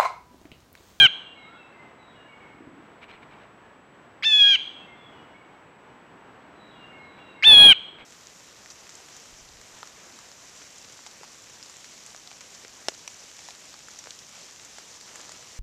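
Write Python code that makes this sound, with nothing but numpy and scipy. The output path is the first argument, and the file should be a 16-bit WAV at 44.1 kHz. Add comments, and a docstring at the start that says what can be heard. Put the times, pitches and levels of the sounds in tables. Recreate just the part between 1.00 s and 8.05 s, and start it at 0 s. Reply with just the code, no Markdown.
"""In a garden, by a feeding dish, a blue jay gives three loud jeers close to a trail camera.
Each jeer is a harmonic stack that scoops up to a crest, sags, flutters fast and plunges; sparse decaying
echoes from the edge of the wood follow. Far off a small bird repeats a falling four-note song of sliding sines.
Wings and paws rustle as shaped noise over a soft hush, and the camera whines as a phase-flipping tone.
Its microphone overloads: peaks are rounded, with crackle, buzz and a shrill third harmonic."""
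import sys
import numpy as np
from scipy import signal
from scipy.fft import rfft, irfft, next_fast_len
from scipy.io import wavfile
from scipy.ndimage import uniform_filter1d

SR = 44100
rng = np.random.default_rng(int(sys.argv[2]) if len(sys.argv) > 2 else 0)


def wav_out(sig):
    """Save sig, one row per channel (or a flat mono array), as 16-bit PCM at SR to the path in sys.argv[1]."""
    wavfile.write(sys.argv[1], SR, np.round(np.clip(np.atleast_2d(sig).T, -1, 1) * 32767).astype(np.int16))


N = 310904
T = np.arange(-SR // 4, N) / SR  # seconds; the first jeer is already under way at time zero


def undb(db):
    """Decibels to gain."""
    return 10 ** (np.asarray(db) / 20)


def unit(x):
    """Scale to rms 1."""
    return x / np.sqrt(np.mean(x ** 2))


def walk(rate_hz):
    """Random levels, each held for 1 / rate_hz, smoothed by two moving averages; rms 1."""
    hold = max(int(SR / rate_hz), 1)
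    levels = rng.standard_normal(len(T))[:len(T) // hold + 1]
    held = np.repeat(levels, hold)
    slewed = uniform_filter1d(uniform_filter1d(held, hold), hold)
    return unit(slewed[:len(T)])


def tint(x, colour):
    """Filter with a response of (Hz, dB) points, joined on a log frequency axis."""
    hz, db = np.transpose(colour)
    size = next_fast_len(len(x))
    bins_hz = np.maximum(np.fft.rfftfreq(size, 1 / SR), 1)
    gain = undb(np.interp(np.log(bins_hz), np.log(hz), db))
    return irfft(rfft(x, size) * gain, size)[:len(x)]


def noise(colour):
    """Noise of rms 1 with a given colour."""
    return unit(tint(rng.standard_normal(len(T)), colour))


def swell(centre_s, length_s):
    """Gaussian rise and fall, length_s wide between its 1/e points."""
    return np.exp(-np.minimum((2 * (T - centre_s) / length_s) ** 2, 50))


def garden(hush_db=-51, rumble_db=-78):
    """Distant outdoor hush with a slowly shifting rumble, both coloured noise."""
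    # Each row: frequency in Hz, relative density in dB.
    hush_colour = [(25, -26.5), (61, -10), (140, -3), (300, -1.5), (550, -4), (950, -3.5), (1680, -8),
                   (3000, -17), (4000, -26), (5000, -32), (7000, -35), (9000, -48), (11000, -47.5),
                   (15500, -48.5)]
    rumble_colour = [(60, -20), (140, -1.0), (290, 7.0), (500, -16), (1200, -29)]
    hush = noise(hush_colour) * undb(hush_db + 0.9 * walk(8.5))
    rumble = noise(rumble_colour) * undb(rumble_db + 0.73 * walk(0.86))
    return hush + rumble


def whine(tone_hz=7797, level_db=-75):
    """The camera's electronics: a thin tone that flips phase sixty times a second."""
    flips = np.pi / 2 * np.tanh(6 * np.sin(2 * np.pi * 30 * T))
    return np.sqrt(2) * undb(level_db) * np.sin(2 * np.pi * tone_hz * T + flips)


def lone_crackle(centre_s=3.42, length_s=0.015, level_db=-40.5):
    """One lone low crackle of the overloaded microphone: a short swell of dark noise."""
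    colour = [(30, 5.0), (120, 0.5), (300, -22), (1000, -23), (8000, -39.0)]
    return undb(level_db) * swell(centre_s, length_s) * noise(colour)


def bursts(table, colour, grain_db):
    """Brief swishes of noise whose level jitters into grains."""
    swells = sum(undb(db) * swell(s, length_s) for s, length_s, db in table)
    return noise(colour) * undb(grain_db * walk(570)) * swells


def flurry(depth=0.23, grain_db=3):
    """Low puffs of air, one to each wing beat, that swell and die away."""
    # Each row: frequency in Hz, relative density in dB.
    puff_colour = [(40, -36.5), (150, -12), (290, 5.5), (420, -11), (700, -42), (8000, -75)]
    centre_s, length_s, level_db, wingbeat_hz = 1.675, 0.31, -48, 17.2
    beats = 1 - depth + depth * np.cos(2 * np.pi * wingbeat_hz * (T - centre_s))
    puffs = noise(puff_colour) * undb(level_db + grain_db * walk(400))
    return puffs * beats * swell(centre_s, length_s)


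def movement(squeak_s=2.128):
    """Wings and paws around the dish as noise bursts, and a tiny sine squeak."""
    # Wing beats and scampering paws. Each row: centre in seconds, length in seconds, level in dB before grain.
    rustles = [(2.034, 0.035, -44.5), (2.103, 0.036, -53), (2.135, 0.082, -51.5), (2.231, 0.02, -52.5),
               (2.33, 0.049, -55.5), (2.42, .07, -58), (6.19, 0.028, -54), (6.88, .03, -58),
               (7.005, 0.054, -48)]
    # Each row: frequency in Hz, relative density in dB.
    rustle_colour = [(200, 3), (600, 0.5), (1500, 4.5), (2000, 4.5), (2300, 11.5), (2600, 4), (3000, 3.5),
                     (3450, -5), (3850, -1.5), (4600, -15.5), (9000, -31), (15000, -40)]
    squeak = undb(-62) * swell(squeak_s, 0.037) * np.sin(2 * np.pi * 4150 * T)
    return bursts(rustles, rustle_colour, grain_db=3.0) + flurry() + squeak


def woods(x, t60_s, first_s):
    """Sparse decaying echoes from trunks and leaves, convolved with the sound."""
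    # Each row: frequency in Hz, gain in dB.
    echo_colour = [(500, -7.5), (1600, -3.5), (2600, -0.5), (3300, -1), (4200, 5), (5500, -5), (6600, 3),
                   (7600, -2), (9000, -3.5), (12000, -11.5)]
    t = np.arange(SR) / SR
    decay = np.exp(-np.log(1000) * t / t60_s)
    echoes = rng.standard_normal(SR) ** 3 * decay * (t > first_s)  # cubing makes strong echoes rare
    response = tint(echoes / np.linalg.norm(echoes), echo_colour)
    return signal.fftconvolve(x, response)[:len(x)]


def whistlers(waver=0.0061, direct_db=2, echo_db=4):
    """Pure notes that slide and settle, blurred by the trees."""
    # Two falling pairs of notes, high then low. Each row: delay in seconds and length in seconds
    # (both before stretch), fall as a share of the pitch, relative level in dB.
    song = [(0, .17, .085, -64.5), (0.142, .11, .06, -68.5), (0.202, 0.145, 0.0356, -58.5),
            (0.361, 0.114, 0.023, -55)]
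    # Each row: start in seconds, time stretch, first pitch of the high pair in Hz, of the low pair in Hz,
    # added level of the high pair in dB, of the low pair in dB.
    phrases = [(0, 0.98, 3750, 2760, -4, 2.5), (.35, 1.06, 3737, 2623, -1, -2),
               (.98, 0.83, 3726, 2820, -3.5, -2), (3.56, 0.85, 3480, 2690, 2, -0.5),
               (3.955, 1.1, 3260, 2840, 2.5, -15), (5.557, .98, 3737, 2760, -1, 1),
               (5.981, 1.04, 3820, 2723, -5, 1.5)]
    # Single notes outside the phrase pattern, among them the last low note of the 3.955 s phrase.
    # Each row: start in seconds, length in seconds, final pitch in Hz,
    # fall as a share of the pitch (negative rises), relative level in dB.
    single_notes = [(0.451, .17, 1482, -0.16, -57.5), (1.16, .08, 1690, 0.021, -62),
                    (1.401, .073, 2156, 0.063, -56.5), (2.63, 0.046, 1690, 0.012, -59.5),
                    (4.34, 0.036, 2236, -0.023, -55), (6.211, 0.15, 3770, 0.055, -67.5)]
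    high_step, low_step = 1.14, 1.28  # pitch ratio within each pair
    notes = list(single_notes)
    for s, stretch, high_hz, low_hz, high_db, low_db in phrases:
        tune = [(high_hz, high_db), (high_hz / high_step, high_db),
                (low_hz, low_db), (low_hz / low_step, low_db)]
        for (hz, pair_db), (delay_s, length_s, fall, note_db) in zip(tune, song):
            notes.append((s + stretch * delay_s, stretch * length_s, hz, fall, pair_db + note_db))
    out, drift = np.zeros_like(T), 1 + waver * walk(120)
    for s, length_s, end_hz, fall, db in notes:
        on = (T >= s) & (T < s + length_s)
        u = (T[on] - s) / length_s
        hz = end_hz * (1 + fall * (1 - u) ** 1.5) * drift[on]
        tone = np.sin(2 * np.pi * np.cumsum(hz) / SR)
        out[on] += np.sqrt(2) * undb(db) * np.sqrt(np.sin(np.pi * u)) * tone
    return undb(direct_db) * out + undb(echo_db) * woods(out, t60_s=0.89, first_s=0.0062)


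def pops(lower_hz=2050, upper_hz=4900, upper_db=-14, length_s=0.0014):
    """The syrinx pops once before the later two jeers: two throat tones under a very short swell."""
    # Each row: centre in seconds, level of the lower tone in dB.
    pop_rows = [(3.226, -24), (6.426, -17)]
    ring = np.sin(2 * np.pi * lower_hz * T) + undb(upper_db) * np.sin(2 * np.pi * upper_hz * T)
    return ring * sum(undb(db) * swell(s, length_s) for s, db in pop_rows)


def gesture(t, start_s, end_s, others_db, held):
    """The course of one jeer: pitch, level of the favoured harmonic and of the others, flutter depth."""
    scoop_depth, scoop_s, plunge_depth, plunge_s = .39, .0115, .22, .0055  # depths are shares of the pitch
    # the favoured harmonic starts less far down than the rest, which catch up a little later;
    # all fade in the plunge
    swell_db, swell_s, onset_db, onset_s = -6.5, .016, -14, .011
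    release_db, release_s = -17.5, 0.0036
    flutter_s = 0.12  # time constant of the flutter's build-up towards the end
    since, left = np.maximum(t - start_s, 0), np.maximum(end_s - t, 0)
    s, *columns = np.transpose(held)
    hz, db = (np.interp(t, s, column) for column in columns)
    scoop = scoop_depth * np.exp(-(since / scoop_s) ** 2)
    plunge = plunge_depth * np.exp(-left / plunge_s)
    release = release_db * np.exp(-left / release_s)
    favoured_db = db + swell_db * np.exp(-(since / swell_s) ** 2) + release
    lesser_db = others_db + onset_db * np.exp(-since / onset_s) + release
    return hz * (1 - scoop - plunge), favoured_db, lesser_db, np.exp(-left / flutter_s)


def jeer(row, held, harmonics, bend=.021, quaver_db=0.15, waver_db=2.5, jitter=0.0032,
         edge_s=0.0025, attack_s=0.018, attack_db=-12, throat_pitch_hz=825):
    """A harmonic stack; the second side of the syrinx shakes its pitch and loudness."""
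    # Each row: frequency in Hz, relative density in dB.
    rasp_colour = [(800, -35.5), (2100, 8), (3000, -2), (4200, 3.5), (5200, -4.5), (6600, -6), (7500, -23),
                   (10000, -22.5), (15000, -37.5)]
    start_s, end_s, others_db, flutter_hz, throb, rough, rasp_db, squeal_db = row
    on = (T > start_s - edge_s) & (T < end_s + edge_s)
    t = T[on]
    hz, db, lesser_db, flutter = gesture(t, start_s, end_s, others_db, held)

    shake = 2 * np.pi * np.cumsum(flutter_hz * (1 + 0.053 * walk(90)[on])) / SR
    roughness = (jitter + rough * flutter ** 2) * walk(900)[on]
    wobble = bend * flutter * np.sin(shake) + roughness
    phase = 2 * np.pi * np.cumsum(hz * (1 + wobble)) / SR

    # brassiness sets every harmonic but the favoured one, and each of them wavers on its own
    numbers, levels = np.transpose(harmonics)
    strongest, favoured = max(levels), np.argmax(levels) + 1
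    brass_db = lesser_db - db
    # at the crest the upper harmonics climb out of the throat's resonance
    climb = np.maximum(hz / throat_pitch_hz, 1)
    voice = np.zeros_like(t)
    for k, level in enumerate(levels, 1):
        harmonic_db = np.interp(k * climb if k > favoured else k, numbers, levels)
        if level < strongest:
            harmonic_db = harmonic_db + brass_db + waver_db * walk(35)[on]
        voice += undb(harmonic_db) * np.sin(k * phase)

    # air rasps and the sixth harmonic squeals in the scoop; air rasps again in deep flutter
    scoop = np.exp(-((t - start_s) / attack_s) ** 2)
    voice += undb(squeal_db) * scoop * np.sin(6 * phase)
    rasp = noise(rasp_colour)[on] * (undb(attack_db) * scoop + undb(rasp_db) * flutter ** 3)

    gate = np.clip(np.minimum(t - start_s, end_s - t) / edge_s + 1, 0, 1)
    loudness = undb(db + quaver_db * walk(170)[on]) * (1 - throb * flutter * np.sin(shake + 1))
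    out = np.zeros_like(T)
    out[on] = (np.sqrt(2) * voice + rasp) * gate * loudness
    return out


def scene():
    """The jay close by, its echo, the garden behind and the camera's own noises."""
    # Each row: start in seconds, end in seconds, level of the lesser harmonics in dB, mean flutter in Hz,
    # throb 0-1, roughness as a share of the pitch, rasp, squeal and echo in dB relative to the call.
    jeers = [(-.23, 0.072, -8, 134.4, 0.25, 0.0056, -21.5, -24, -19.5),
             (3.231, 3.564, -13.5, 160, 0.06, 0.011, -21.5, -7, -13),
             (6.431, 6.732, -7, 155.3, 0.1, .007, -22.5, -29, -22)]
    # The held part, sagging from its crest. Each row: time in seconds, pitch in Hz before scoop and plunge,
    # level in dB before swell and release.
    held_1 = [(-.2, 890, -13), (-.1, 831, -8), (0, 808, -10.5), (.03, 797, -11), (.06, 762.5, -11)]
    held_2 = [(3.255, 890, -19.5), (3.269, 888.4, -13.5), (3.305, 875.4, -17), (3.339, 852.2, -11),
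              (3.385, 847.6, -13.5), (3.413, 824.7, -9), (3.501, 819, -11.5), (3.535, 791.7, -13),
              (3.548, 783, -12.5)]
    held_3 = [(6.455, 872, -13), (6.473, 893.6, -8), (6.555, 833.3, -8), (6.665, 823.8, -7.5),
              (6.703, 797.4, -8), (6.718, 778, -8.5)]
    # The voice changes as the bird turns; the throat favours the fourth harmonic.
    # Each row: harmonic number, relative level in dB.
    voice_1 = [(1, -30), (2, -15), (3, -14), (4, 1), (5, -23), (6, -43), (7, -40.5), (8, -36.5), (9, -47),
               (10, -51.5)]
    voice_2 = [(1, -41), (2, -22), (3, -15.5), (4, -3), (5, -29), (6, -31.5), (7, -35), (8, -34), (9, -44),
               (10, -52.5), (11, -47.5), (12, -54.5), (13, -60.5), (14, -59), (15, -61.5), (16, -66),
               (17, -62), (18, -64)]
    voice_3 = [(1, -32), (2, -21), (3, -16), (4, 0.5), (5, -22), (6, -43.5), (7, -47), (8, -45), (9, -48),
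               (10, -53), (11, -41.5)]
    jay, thrown = pops(), 0
    for (*row, echo_db), held, voice in zip(jeers, (held_1, held_2, held_3), (voice_1, voice_2, voice_3)):
        call = jeer(row, held, voice)
        jay = jay + call
        thrown = thrown + undb(echo_db) * call  # the more the bird faces the trees, the more they throw back
    echo = woods(thrown, t60_s=0.67, first_s=0.002)
    mix = jay + echo + whistlers() + movement() + lone_crackle() + garden() + whine()
    return mix[None, -N:]


def record(dry, ceiling=0.89, knee=16.0, overload=0.43, crackle_db=-15, buzz_db=-14, shrill_db=-4,
           softness=0.035, top_hz=15750):
    """The microphone rounds loud peaks, crackles, buzzes and shrills while overloaded; the top is cut."""
    # Each row: frequency in Hz, relative density in dB.
    crackle_colour = [(25, 0.5), (70, -6), (130, -3), (400, -4.5), (950, -5.5), (1500, -11.5),
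                      (3500, -13.5), (5000, -25), (8000, -34.5), (12000, -31), (15500, -24)]
    x = dry[0]
    envelope = np.sqrt(2 * np.abs(uniform_filter1d(x ** 2, size=64)))
    excess = softness * np.logaddexp(0, (envelope - overload) / softness)  # overload sets in gradually
    sustained = uniform_filter1d(excess, size=500)
    crackle = undb(crackle_db) * excess * noise(crackle_colour)[-N:]
    # lopsided overload turns the flutter of a loud call into a low buzz
    buzz = undb(buzz_db) * (excess - sustained)
    third_harmonic = -np.cos(3 * np.angle(signal.hilbert(x)))
    shrill = undb(shrill_db) * sustained ** 2 * third_harmonic  # strongest under sustained overload
    rounded = x / (1 + np.abs(x / ceiling) ** knee) ** (1 / knee)
    low_pass = signal.ellip(10, .2, 80, top_hz, fs=SR, output="sos")
    return signal.sosfilt(low_pass, rounded + crackle + buzz + shrill)[None]


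dry = scene()
out = record(dry)
wav_out(out)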